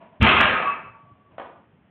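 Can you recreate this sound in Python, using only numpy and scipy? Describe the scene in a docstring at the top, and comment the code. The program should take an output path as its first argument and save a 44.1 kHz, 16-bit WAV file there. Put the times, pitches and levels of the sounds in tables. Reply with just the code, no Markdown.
"""A loaded barbell is dropped on a matted floor: its loose iron plates clash as chattering noise bursts
and ring as decaying, wavering modes, with brief squeals and dull scuffs on the sleeves.
The floor booms as damped low sines with a noise burst. A shoe slaps down among soft footfalls, also noise
bursts. Faint noise is the quiet of a live living room, whose echo is decaying noise.
A narrow-band microphone rounds off the loudest peaks; a few thin clicks are added."""
import sys
import numpy as np
from scipy import signal
from scipy.fft import rfft, irfft, next_fast_len
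from scipy.io import wavfile
from scipy.ndimage import map_coordinates

SR = 44100
rng = np.random.default_rng(int(sys.argv[2]) if len(sys.argv) > 2 else 0)


def to_wav(s):
    """Save 16-bit WAV."""
    ch = np.atleast_2d(s).T  # columns
    pcm = np.round(np.clip(ch, -1, 1) * 32767)  # PCM
    wavfile.write(sys.argv[1], SR, pcm.astype(np.int16))


N = 83790
T = np.arange(N) / SR  # time in seconds


def amp(db):
    """Decibel law: level to amplitude gain."""
    return 10 ** (np.asarray(db) / 20)


def unit(x):
    """Normalisation: x scaled to rms 1."""
    return x / np.sqrt(np.mean(x ** 2) + 1e-20)


def along(points, hz):
    """Spectral envelope: (Hz, value) points interpolated on a log frequency axis."""
    f, v = np.transpose(points)
    return np.interp(np.log(hz + 1), np.log(f + 1), v)


def fade(t, t60):
    """Exponential damping: a fall of 60 dB in t60 seconds."""
    return np.exp(-np.log(1000) * t / t60)


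def onset(seconds):
    """Exponential build-up: a rise from 0 towards 1 with this time constant."""
    return 1 - np.exp(-T / seconds)


def filtered(x, gain):
    """Linear filtering: the spectrum of x times a gain that depends on frequency."""
    m = next_fast_len(N + SR // 4)
    hz = np.fft.rfftfreq(m, 1 / SR)
    return irfft(rfft(x, m) * gain(hz), m)[:N]


def noise(level):
    """Coloured noise: rms 1, with a dB level that is a function of frequency."""
    return unit(filtered(rng.standard_normal(N), lambda hz: amp(level(hz))))


def at(s, x):
    """Pure delay: x starts at s seconds."""
    return np.pad(x, (max(round(s * SR), 0), 0))[:N]


def bump(hz, centre_hz, octaves):
    """Band emphasis: a bell of height 1 on log frequency."""
    return np.exp(-.5 * (np.log2((hz + 1) / centre_hz) / octaves) ** 2)


# Reverberation of the room. Each row: frequency in Hz, t60 in seconds.
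ROOM_DECAY = [(70, 0.6), (200, 0.71), (550, 0.53), (1400, .56), (3600, 0.49)]
ROOM_BUILD_S = 0.00596


def in_room(x, room_db):
    """Diffuse reverberation: x plus its echo in noise whose decay time depends on frequency."""
    hz, t, z = signal.stft(rng.standard_normal(SR), SR, nperseg=256)
    decay = fade(t, along(ROOM_DECAY, hz)[:, None])
    tail = signal.istft(z * decay, SR, nperseg=256)[1][:SR]
    tail = tail * onset(ROOM_BUILD_S)[:SR]
    tail = tail / np.linalg.norm(tail)
    return x + amp(room_db) * signal.fftconvolve(x, tail)[:N]


def burst(colour, t60, room_db):
    """Impact noise: a blow without pitch, exponentially damped, in the room."""
    blow = noise(lambda hz: along(colour, hz)) * fade(T, t60)
    return in_room(blow, room_db)


def wobble(rate):
    """Random modulation: a smooth curve through random knots, rate knots a second."""
    knots = rng.standard_normal(int(N * rate / SR) + 4)
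    return map_coordinates(knots, [T * rate])


WAVER_RATE, WAVER_RAD, WAVER_DB = 40, 0.59, 3.2  # knots a second, phase and level spread


def wavering(hz):
    """Amplitude and phase modulation: a slightly unsteady sine."""
    level = amp(WAVER_DB * wobble(WAVER_RATE))
    phase = 2 * np.pi * (hz * T + rng.random()) + WAVER_RAD * wobble(WAVER_RATE)
    return level * np.sin(phase)


# Spectrum of the quiet room. Each row: frequency in Hz, relative level in dB.
AIR_COLOUR = [(25, -21), (70, -8), (130, -2.5), (200, -2.5), (320, -10.5), (600, -14.5), (1100, -19),
              (2000, -22.5), (3200, -28), (4300, -40.5)]
AIR_DB = -61.5


def room_air():
    """Stationary noise: the steady, mostly low background of the room."""
    return amp(AIR_DB) * noise(lambda hz: along(AIR_COLOUR, hz))


# Soft footfalls. Each row: start in seconds, level in dB.
STEP_HITS = [(.86, -51), (1.03, -56.5), (1.115, -54), (1.309, -55), (1.59, -66), (1.73, -58.5),
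             (1.808, -60)]
# Spectrum of a footfall. Each row: frequency in Hz, relative level in dB.
STEP_COLOUR = [(30, -23), (80, 10.5), (130, 15.5), (200, 2), (320, -5), (700, -15), (2000, -42),
               (4000, -48)]
STEP_T60, STEP_ROOM_DB = 0.23, -7.5  # seconds, dB


def footfalls():
    """Low-frequency impact noise: muffled steps on the mat."""
    return sum(at(s, amp(db) * burst(STEP_COLOUR, STEP_T60, STEP_ROOM_DB)) for s, db in STEP_HITS)


# Sole slapping the floor. Each row: start in seconds, level in dB.
SLAP_HITS = [(1.3815, -33), (1.398, -32), (1.417, -37.5), (1.455, -48)]
# Spectrum of a slap. Each row: frequency in Hz, relative level in dB.
SLAP_COLOUR = [(60, -34.5), (150, -16), (300, -11.5), (480, -1), (620, 1), (900, 1), (1300, -5),
               (2000, -13.5), (3300, -19.5), (4200, -29.5)]
SLAP_T60, SLAP_ROOM_DB = 0.058, -1  # seconds, dB


def shoe_slap():
    """Mid-frequency impact noise: a flat sole meets the floor in close bursts."""
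    return sum(at(s, amp(db) * burst(SLAP_COLOUR, SLAP_T60, SLAP_ROOM_DB)) for s, db in SLAP_HITS)


# The weight landing on the mat. Each row: start in seconds, level in dB.
LANDING_HITS = [(0.1995, -21.5), (0.2154, -9.5), (.281, -28), (.338, -24.5), (0.387, -29), (0.439, -30.5),
                (0.497, -35.5), (.66, -44)]
# Modes of the floor boards. Each row: frequency in Hz, relative level in dB, t60 in seconds.
BOARD_MODES = [(80.7, 5, 0.13), (99.6, 3, 0.11), (218.9, 1, 0.19)]
# Spectrum of the boom. Each row: frequency in Hz, relative level in dB.
BOOM_COLOUR = [(25, -29), (50, -13), (75, -5), (110, -4), (150, -3), (215, -5.5), (320, -10.5), (600, -28)]
FLOOR_ATTACK_S = .01
BOOM_DB, BOOM_T60, BOOM_ROOM_DB = -7.5, 0.11, -1  # dB, seconds, dB


def floor():
    """Damped modal vibration: each landing swings the boards, with a soft onset and a boom of noise."""
    rise = onset(FLOOR_ATTACK_S)
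    modes = sum(amp(db) * fade(T, t60) * np.sin(2 * np.pi * hz * T) for hz, db, t60 in BOARD_MODES)
    boards = rise * modes
    out = np.zeros(N)
    for s, db in LANDING_HITS:
        boom = amp(BOOM_DB) * rise * burst(BOOM_COLOUR, BOOM_T60, BOOM_ROOM_DB)
        out += at(s, amp(db) * (boards + boom))
    return out


FRICTION_RISE_S = .012  # onset of both rubs and squeals
# Plates rubbing as the bar is lowered, and as it rolls. Each row: start in seconds, level in dB.
RUB_HITS = [(.002, -44), (.048, -57.5), (.122, -51.5), (.96, -57), (1.04, -58.5), (1.14, -62.5),
            (1.305, -52.5)]
# Spectrum of a rub. Each row: frequency in Hz, relative level in dB.
RUB_COLOUR = [(100, -23), (200, -8), (420, -15.5), (540, -14), (620, 1.5), (760, -13), (1000, -7.5),
              (1250, -18), (2000, -24.5), (2700, -24.5), (4000, -35.5)]
RUB_T60, RUB_ROOM_DB = 0.33, -6  # seconds, dB


def rubs():
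    """Friction noise: dull scuffs of the loose plates before and after the drop."""
    rise = onset(FRICTION_RISE_S)
    return sum(at(s, amp(db) * rise * burst(RUB_COLOUR, RUB_T60, RUB_ROOM_DB)) for s, db in RUB_HITS)


# Plates squealing on the sleeve as the bar rocks and rolls.
# Each row: start in seconds, length in seconds before the decay, frequency in Hz, level in dB.
SQUEAL_TONES = [(.305, 0.033, 1268, -27), (.543, 0.021, 1260, -21.5), (.625, .05, 1250, -36),
                (.615, 0.061, 1136, -34), (.656, 0.04, 1137, -24.5), (.622, .105, 2607, -38.5),
                (.72, 0.042, 1138, -41), (.838, .045, 1142, -46), (.942, 0.1, 1137, -54.5),
                (1.05, 0.071, 1138, -58.5), (1.17, 0.13, 1139, -68)]
SQUEAL_T60, SQUEAL_ROOM_DB = 0.16, -9.5  # seconds, dB


def squeals():
    """Friction-driven vibration: rubbing on the sleeve keeps one mode singing for a moment."""
    rise = onset(FRICTION_RISE_S)
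    tones = np.zeros(N)
    for s, length, hz, db in SQUEAL_TONES:
        release = fade(np.maximum(T - length, 0), SQUEAL_T60)
        sine = np.sqrt(2) * wavering(hz)
        tones += at(s, amp(db) * rise * release * sine)
    return in_room(tones, SQUEAL_ROOM_DB)


# Plates hitting each other; ringing and clashes share these contacts.
# Each row: start in seconds, clash level in dB, ring level in dB, favoured frequency in Hz.
PLATE_CONTACTS = [(.207, -29, -47.5, 2990), (.213, -16.5, -40, 2630), (.229, -17.5, -14.5, 3050),
                  (.243, -14.5, -20, 968), (.265, -10.5, -17, 2370), (.290, -14.5, -22.5, 3100),
                  (.313, -14.5, -21.5, 1263), (.338, -20.5, -22, 1250), (.366, -16.5, -20, 2590),
                  (.378, -22, -29, 890), (.402, -11, -20, 1550), (.421, -15.5, -22.5, 2720),
                  (.456, -19, -23.5, 1620), (.497, -21, -34.5, 1636), (.522, -22.5, -26.5, 1123),
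                  (.547, -29, -39.5, 1213), (.570, -29, -31.5, 2325), (.596, -27.5, -32.5, 715),
                  (.622, -26, -26.5, 1300), (.664, -29.5, -36.5, 910), (.702, -36.5, -45, 1250),
                  (.728, -38.5, -34.5, 2390), (.775, -41.5, -48.5, 1144)]
# Modes of the plates. Each row: frequency in Hz, relative level in dB, t60 in seconds.
PLATE_MODES = [(645, -16.5, .6), (767.6, -16.5, 0.39), (908.5, -10, 0.66), (1068, -11.5, .3),
               (1138, -9.5, 0.42), (1255, -8, .4), (1388, -9.5, .35), (1558, -16, .45), (1620, -11, .4),
               (1751, -14.5, .3), (1774, -16, .5), (2306, -15, .55), (2293, -13, .3), (2335, -12, .3),
               (2570, -10, .3), (2815, -17, 0.23), (3117, -19, .25), (3230, -23, .3)]
RING_ATTACK_S, RING_ROOM_DB = .004, -10
RING_FOCUS_DB, RING_FOCUS_OCT = 6.5, 0.11


def ringing():
    """Modal excitation: every contact adds energy to the plate modes, most near its favoured frequency."""
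    out = np.zeros(N)
    for hz, db, t60 in PLATE_MODES:
        shape = fade(T, t60) * onset(RING_ATTACK_S)
        energy = np.zeros(N)
        for s, _, ring_db, focus_hz in PLATE_CONTACTS:
            focus_db = RING_FOCUS_DB * (bump(hz, focus_hz, RING_FOCUS_OCT) - .5)
            energy += at(s, amp(ring_db + focus_db) * shape) ** 2
        out += amp(db) * np.sqrt(energy) * wavering(hz)
    return in_room(out, RING_ROOM_DB)


# Spectrum of a clash. Each row: frequency in Hz, relative level in dB.
CLASH_COLOUR = [(60, -32), (150, -8), (220, -6.5), (380, -8.5), (600, -6.5), (900, -8), (1300, -3),
                (1950, -7.5), (2500, -6.5), (3200, -10), (4200, -18.5)]
CLASH_T60, CLASH_ROOM_DB = 0.038, 2  # seconds, dB
CHATTER_S, CHATTER_LOSS_DB = .005, 1.5  # mean gap between blows, energy weight lost per blow
FOCUS_DB, FOCUS_OCT = 8.5, .25  # each contact favours one region of the spectrum
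DULL_HZ, DULL_DB_PER_DB, HARD_DB = 3570, 2.36, -21.5  # contacts softer than HARD_DB lose their top
RIPPLE_HZ, RIPPLE_DB = 14, 2  # the many close, weak modes of the stack
GRAIN_RATE, GRAIN_DB = 700, 3  # knots a second, level spread


def clashes():
    """Repeated impact: each contact is a gritty chatter of iron; soft ones lose treble."""
    knots = rng.standard_normal(size=400)

    def body(hz):
        ripple = np.interp(hz / RIPPLE_HZ, np.arange(len(knots)), knots)
        return along(CLASH_COLOUR, hz) + RIPPLE_DB * ripple

    out = np.zeros(N)
    for s, clash_db, _, focus_hz in PLATE_CONTACTS:
        gaps = CHATTER_S * rng.uniform(.5, 1.5, size=3)
        lags = np.cumsum(gaps) - gaps[0]  # the first blow is immediate
        blow_energy = fade(T, CLASH_T60) ** 2
        energy = sum(amp(-CHATTER_LOSS_DB * k) * at(lag, blow_energy) for k, lag in enumerate(lags))
        dull_db = DULL_DB_PER_DB * min(clash_db - HARD_DB, 0)

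        def colour(hz):
            focus = FOCUS_DB * bump(hz, focus_hz, FOCUS_OCT)
            return body(hz) + focus + dull_db * bump(hz, DULL_HZ, octaves=0.22)

        iron = noise(colour)
        gritty = unit(iron * amp(GRAIN_DB * wobble(GRAIN_RATE)))
        clash = np.sqrt(energy) * gritty
        out += at(s, amp(clash_db) * in_room(clash, CLASH_ROOM_DB))
    return out


def scene():
    """Superposition: barbell, floor and feet over the quiet of the room."""
    barbell = rubs() + clashes() + ringing() + squeals()
    feet = shoe_slap() + footfalls()
    return (barbell + floor() + feet + room_air())[None]


# Response of the microphone. Each row: frequency in Hz, gain in dB.
MIC_RESPONSE = [(3000, 1.5), (3400, 0.5), (3800, -6.5), (4150, -11.5), (4450, -28), (4750, -80.5)]
# Thin overload clicks. Each row: start in seconds, level in dB.
CLICK_HITS = [(0.2293, -16.5), (.2395, -41.5), (.2485, -47.5), (0.287, -29), (0.4109, -14.5)]
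# Spectrum of a click. Each row: frequency in Hz, gain in dB.
CLICK_COLOUR = [(2000, -30.5), (4500, 8.5), (7000, -1), (11000, -7), (15500, -20)]
LOW_CUT_HZ, TOP_HZ = 50, 15800
OVERLOAD = .65  # amplitude limit of the rounded peaks


def record(dry):
    """Saturation and band-limiting: rumble is cut, peaks rounded, treble removed and clicks added."""
    low_cut = signal.butter(2, LOW_CUT_HZ, "high", fs=SR, output="sos")
    lean = signal.sosfilt(low_cut, dry[0])
    squashed = lean / (1 + np.abs(lean / OVERLOAD) ** 6) ** (1 / 6)
    narrow = filtered(squashed, lambda hz: amp(along(MIC_RESPONSE, hz)))
    impulses = sum(at(s, amp(db) * (T == 0)) for s, db in CLICK_HITS)
    clicks = filtered(impulses, lambda hz: amp(along(CLICK_COLOUR, hz)))
    return filtered(narrow + clicks, lambda hz: hz < TOP_HZ)[None]


dry = scene()
out = record(dry)
to_wav(out)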